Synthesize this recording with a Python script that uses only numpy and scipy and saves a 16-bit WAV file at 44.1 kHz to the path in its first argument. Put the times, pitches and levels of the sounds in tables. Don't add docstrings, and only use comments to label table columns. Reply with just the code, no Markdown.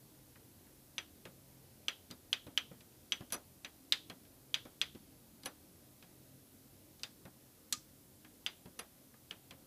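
import sys
import numpy as np
from scipy import signal
from scipy.io import wavfile

SR = 44100
rng = np.random.default_rng(int(sys.argv[2]) if len(sys.argv) > 2 else 0)


def to_wav(sig):
    pcm = np.clip(np.atleast_2d(sig), -1, 1) * 32767
    pcm = np.round(pcm).astype(np.int16)
    wavfile.write(sys.argv[1], SR, pcm.T)


N = 426006
SPAN = SR // 4

# frequency_hz, level_db, t60_s
CAP_RING = [(5990, 3, 0.037), (5970, -0.5, 0.1), (5820, -9, 0.032)]

EDGES_HZ = 25 * 2 ** (np.arange(0, 30) / 3)
BANK = [(np.sqrt(low * high), signal.butter(2, [low, high], "band", fs=SR, output="sos"))
        for low, high in zip(EDGES_HZ, EDGES_HZ[1:])]


def amp(db):
    return np.exp(np.asarray(db) * np.log(10) / 20)


def rms_one(x):
    return x / np.sqrt(np.mean(x ** 2) + 1e-20)


def at_hz(points, hz):
    points_hz, values = np.transpose(points)
    return np.interp(np.log(hz), np.log(points_hz), values)


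def drift(width_hz):
    step, run_in = 40, 2000
    pole = np.exp(-2 * step * np.pi * width_hz / SR)
    noise = rng.standard_normal(N // step + run_in + 2)
    slow = signal.lfilter([1], [1, -2 * pole, pole * pole], noise)[run_in:]
    return np.interp(np.arange(N) / step, np.arange(len(slow)), rms_one(slow))


def bands(length, low_hz=25, shape=lambda hz: 1):
    white = rng.standard_normal((2, length))
    for k, (hz, sos) in enumerate(BANK):
        if hz > low_hz:
            yield hz, signal.sosfilt(sos, white[k % 2] * shape(hz))


def hiss(patchy_db):
    # frequency_hz, density_db (per Hz)
    spectrum = [(25, -14.5), (50, -2.5), (100, 1.5), (160, -4.5), (250, 1), (400, -6.5), (630, -9.5),
                (1000, -16.5), (1600, -19), (3000, -19.5), (4300, -17.5), (6300, -18.5), (9000, -18),
                (12500, -16), (15500, -16)]
    # time_s, level_shift_db
    rumble = [(0.0, 0.5), (9.66, -1.5)]
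    level_db = -62.5
    swell_db = np.interp(np.arange(N) / SR, *np.transpose(rumble))
    out = np.zeros(N)
    for hz, band in bands(N):
        low_share = 1 / (1 + hz / 800)
        moving_db = (swell_db + patchy_db * drift(4.0)) * low_share
        out += band * amp(at_hz(spectrum, hz) + moving_db)
    return amp(level_db) * rms_one(out)


def hum():
    # multiple (of the rotation), level_db (rms)
    partials = [(2, -79.5), (3, -73), (4, -81.5), (5, -79.5), (6, -76.5), (7, -77), (8, -84), (9, -90),
                (12, -84.5)]
    rotation_hz, width_hz = 44.27, 2.2
    t = np.arange(N) / SR
    out = np.zeros(N)
    for multiple, level_db in partials:
        phase = 2 * np.pi * multiple * rotation_hz * t
        out += amp(level_db) * (drift(width_hz) * np.cos(phase) + drift(width_hz) * np.sin(phase))
    return out


def hump_db(hz, centre_hz, bass_octaves, treble_octaves):
    away = np.log2(hz / centre_hz)
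    return np.where(away > 0, -10 * away / treble_octaves, 10 * away / bass_octaves)


def dying_noise(colour, chatter_ms, chatter_db):
    # frequency_hz, t60_s
    dense_ring = [(500, 0.15), (1500, 0.15), (3500, 0.028), (7000, 0.024), (14000, 0.03)]
    # frequency_hz, t60_s
    room_t60 = [(500, .45), (2000, 0.2166), (3400, 0.31), (5000, 0.27), (14000, 0.17)]
    room_db = -19
    t = np.arange(SPAN) / SR
    burst = amp(chatter_db) * np.exp(-1000 * t / chatter_ms)
    walls_reached = np.clip(t / 0.0053, 0, 1)

    def decay(hz):
        dense = amp(-60 * t / at_hz(dense_ring, hz))
        room = amp(room_db - 60 * t / at_hz(room_t60, hz)) * walls_reached
        return burst + dense + room

    out, power = np.zeros(SPAN), 0
    for hz, band in bands(SPAN, low_hz=158.2, shape=decay):
        gain = amp(hump_db(hz, *colour))
        out += gain * band
        power += gain ** 2 * hz / (2 * SR)
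    return out / np.sqrt(power)


def modes(table):
    blow_spread_db = 3
    waver_ms, waver_share = 5, .9
    hz, level_db, t60 = np.transpose(table)[:, :, None]
    t = np.arange(SPAN) / SR
    strength = amp(level_db + blow_spread_db * rng.standard_normal(hz.shape))
    knots = np.arange(0, t[-1], waver_ms / 1000)
    flutter = np.array([np.interp(t, knots, (knots > 0) * rng.standard_normal(len(knots))) for _ in hz])
    rings = amp(-60 * t / t60) * np.sin(2 * np.pi * hz * t)
    return np.sum(strength * (1 + waver_share * flutter) * rings, axis=0)


def panel(ring_db, colour, chatter_ms, chatter_db, thud_db, knock_db):
    # frequency_hz, level_db (before trim and colour), t60_s
    panel_modes = [(1286, 2.5, .07), (1686, -2, 0.055), (2100, -8, 0.028), (2360, -7.5, 0.027),
                   (2547, -6, .1), (2620, -9, 0.065), (3007, -6, 0.067), (3300, -4.5, .11),
                   (3490, -14, 0.097), (3620, -7, .12), (3780, -8, .1), (4164, -4, 0.083), (4817, 0, 0.081),
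                   (5990, -8, .07), (6070, -5, .06), (6885, -11, 0.11)]
    # frequency_hz, level_db, t60_s
    housing_modes = [(132, -5, 0.083), (178, -3, 0.15), (248.4, -0.5, 0.138), (287.4, -3.5, .1),
                     (360, -2.5, 0.054), (503, -0.5, 0.058)]
    trim_db, skin_ms = -7, 1.5
    thud_colour = (560, 2.2, 2.2)
    t = np.arange(SPAN) / SR
    clear = [(hz, trim_db + level_db + hump_db(hz, *colour), t60) for hz, level_db, t60 in panel_modes]
    hard = amp(ring_db) * (modes(clear) + dying_noise(colour, chatter_ms, chatter_db))
    thud = amp(thud_db) * dying_noise(thud_colour, chatter_ms, chatter_db=-17.0)
    knock = amp(knock_db) * modes(housing_modes) * (1 - np.exp(-1000 * t / skin_ms))
    return hard + thud + knock


def touch(ring_db, centre_hz):
    return panel(ring_db, colour=(centre_hz, 1.4, 1), chatter_ms=2.1, chatter_db=0.5,
                 thud_db=ring_db - 6.5, knock_db=ring_db - 4)


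def echo(sound):
    t60_s, rise_s = 0.33, .008
    t = np.arange(SPAN) / SR
    walls = rng.standard_normal(SPAN) * amp(-60 * t / t60_s) * np.clip(t / rise_s, 0, 1)
    return signal.fftconvolve(sound, walls / np.linalg.norm(walls))[:SPAN]


def switch(dome_db, dome_hz, dome_ms, cap_db):
    rise_ms, overtone_ratio, overtone_db, echo_db = .12, 1.793, -22.5, -17.5
    ms = 1000 * np.arange(SPAN) / SR
    phase = 2 * np.pi * dome_hz * ms / 1000
    swing = (1 - np.exp(-ms / rise_ms)) * np.exp(-(ms / dome_ms) ** 2)
    dome = swing * (np.sin(phase) + amp(overtone_db) * np.sin(overtone_ratio * phase))
    snap = amp(dome_db) * (dome + amp(echo_db) * echo(dome))

    own_hz, follows_dome = 3200, 0.57
    centre_hz = own_hz * (dome_hz / own_hz) ** follows_dome
    firm_press_db, octaves_per_db = -16, 0.02
    bass_octaves = 0.81 + octaves_per_db * (firm_press_db - dome_db)
    answer = panel(dome_db - 15.5, colour=(centre_hz, bass_octaves, 0.81), chatter_ms=1.1, chatter_db=5,
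                   thud_db=-55, knock_db=-61)
    at_once, spread_ms = .4, 1.5
    build_up = 1 - (1 - at_once) * np.exp(-(ms / spread_ms) ** 2)
    return snap + amp(cap_db) * modes(CAP_RING) + build_up * answer


def release(ring_db, thud_db, knock_db):
    return panel(ring_db, colour=(2966, 0.96, 1.0), chatter_ms=1.1, chatter_db=-5,
                 thud_db=thud_db, knock_db=knock_db)


def chatter(decay_ms):
    t = np.arange(SR // 20) / SR
    happens = rng.random(len(t)) < .12
    bounces = 0.3 * rng.standard_normal(len(t)) ** 3 * happens * np.exp(-1000 * t / decay_ms)
    bounces[0] = 1
    return bounces / np.linalg.norm(bounces)


def slip_or_creak(cap_bounce_db, cap_db, ring_db, centre_hz, bass_octaves, treble_octaves, thud_db):
    # frequency_hz, level_db, t60_s
    key_cap = [(7960, -10, 0.034), (10350, 2, 0.028), (10650, 1, 0.039), (10840, -1.5, 0.035),
               (11170, -5.5, 0.035), (11270, -14, 0.021), (12500, -9, .02)]
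    chatter_ms = 4
    cap_bounce = signal.fftconvolve(modes(key_cap), chatter(chatter_ms))[:SPAN]
    contact = panel(ring_db, (centre_hz, bass_octaves, treble_octaves), chatter_ms, chatter_db=-5.5,
                    thud_db=thud_db, knock_db=-57.5)
    return amp(cap_bounce_db) * cap_bounce + amp(cap_db) * modes(CAP_RING) + contact


def ping(level_db):
    # frequency_hz, level_db, t60_s
    cover = [(1224, -2.5, 0.1), (1230, -16, 0.057)]
    return amp(level_db) * modes(cover)


def keys():
    # start_s, ring_db, centre_hz
    touches = [(.3557, -63, 1700), (.669, -71, 1500), (2.1104, -49, 4500), (2.807, -61, 3360),
               (2.9224, -73, 3340), (3.3037, -58, 3080), (4.2508, -67, 2900), (5.4338, -55.5, 4200),
               (6.0248, -58, 3040), (6.9946, -62, 4500), (8.2469, -59.5, 2170), (9.1397, -68.5, 1630)]
    # start_s, dome_db, dome_hz, dome_ms, cap_ring_db
    presses = [(.9814, -22, 3060, 0.95, -47.5), (1.8831, -18, 3130, 1.6, -48.5),
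               (2.3294, -16.5, 3170, 1.76, -50.5), (2.5756, -16.5, 3100, 1.9, -44.5),
               (3.1213, -18, 3110, 1.6, -47.5), (3.6472, -28.5, 2840, 0.4, -55),
               (3.9229, -10.5, 3610, 0.93, -53), (4.5426, -16, 3330, 1.36, -52),
               (4.8149, -15.5, 3370, 1.4, -47.5), (7.0336, -23, 4800, 0.47, -67),
               (8.4634, -19.5, 3130, 1.1, -54), (9.3098, -30, 3080, 1, -71)]
    # start_s, ring_db, thud_db, housing_knock_db
    releases = [(1.253, -50, -51.5, -52), (2.1035, -60, -60, -54), (2.4668, -60, -54.5, -49.5),
                (2.713, -80, -57.5, -52.5), (3.2067, -68, -53, -45.5), (4.0986, -47.5, -49.5, -50.5),
                (4.6522, -65, -53, -50), (4.949, -59.5, -61.5, -51.5), (7.2528, -64, -53, -47.5),
                (8.6567, -61.5, -57.5, -53), (9.5081, -50.5, -54, -61.5)]
    # start_s, cap_bounce_db,
    # cap_ring_db, panel_ring_db, centre_hz, bass_width_octaves, treble_width_octaves, thud_db
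    slips_and_creak = [(3.3228, -39, -44, -42, 3500, 2.8, 3.3, -45.5),
                       (3.3314, -46, -40, -41.5, 3500, 1.6, 2.4, -67),
                       (3.342, -40, -58, -51, 3500, 2.1, 1.5, -44.5),
                       (5.451, -57, -76, -62, 6000, 2, 1.5, -62),
                       (5.4579, -43.5, -49.5, -41, 2960, 1.14, 1.5, -43.5),
                       (7.7251, -55, -65, -27.5, 6370, 0.89, .5, -72),
                       (8.791, -47, -55, -43, 3000, 1.8, 1.2, -49.5)]
    # start_s, level_db
    pings = [(3.336, -49), (7.735, -42.5), (9.143, -63)]
    out = np.zeros(N + SR)
    for table, source in [(touches, touch), (presses, switch), (releases, release),
                          (slips_and_creak, slip_or_creak), (pings, ping)]:
        for start_s, *settings in table:
            start = round(start_s * SR)
            out[start:start + SPAN] += source(*settings)
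    return out[:N]


def scene():
    return (hiss(patchy_db=3.0) + hum() + keys())[None]


def record(dry):
    peak_hz, width_hz, lift_share, cutoff_hz = 11500, 1700, .5, 15800
    r, w = np.exp(-np.pi * width_hz / SR), 2 * np.pi * peak_hz / SR
    edge = (1 - r * r) / 2
    hump = signal.lfilter([edge, 0, -edge], [1, -2 * r * np.cos(w), r * r], dry)
    top_cut = signal.cheby2(14, 60, cutoff_hz, fs=SR, output="sos")
    return signal.sosfilt(top_cut, dry + lift_share * hump)


dry = scene()
out = record(dry)
to_wav(out)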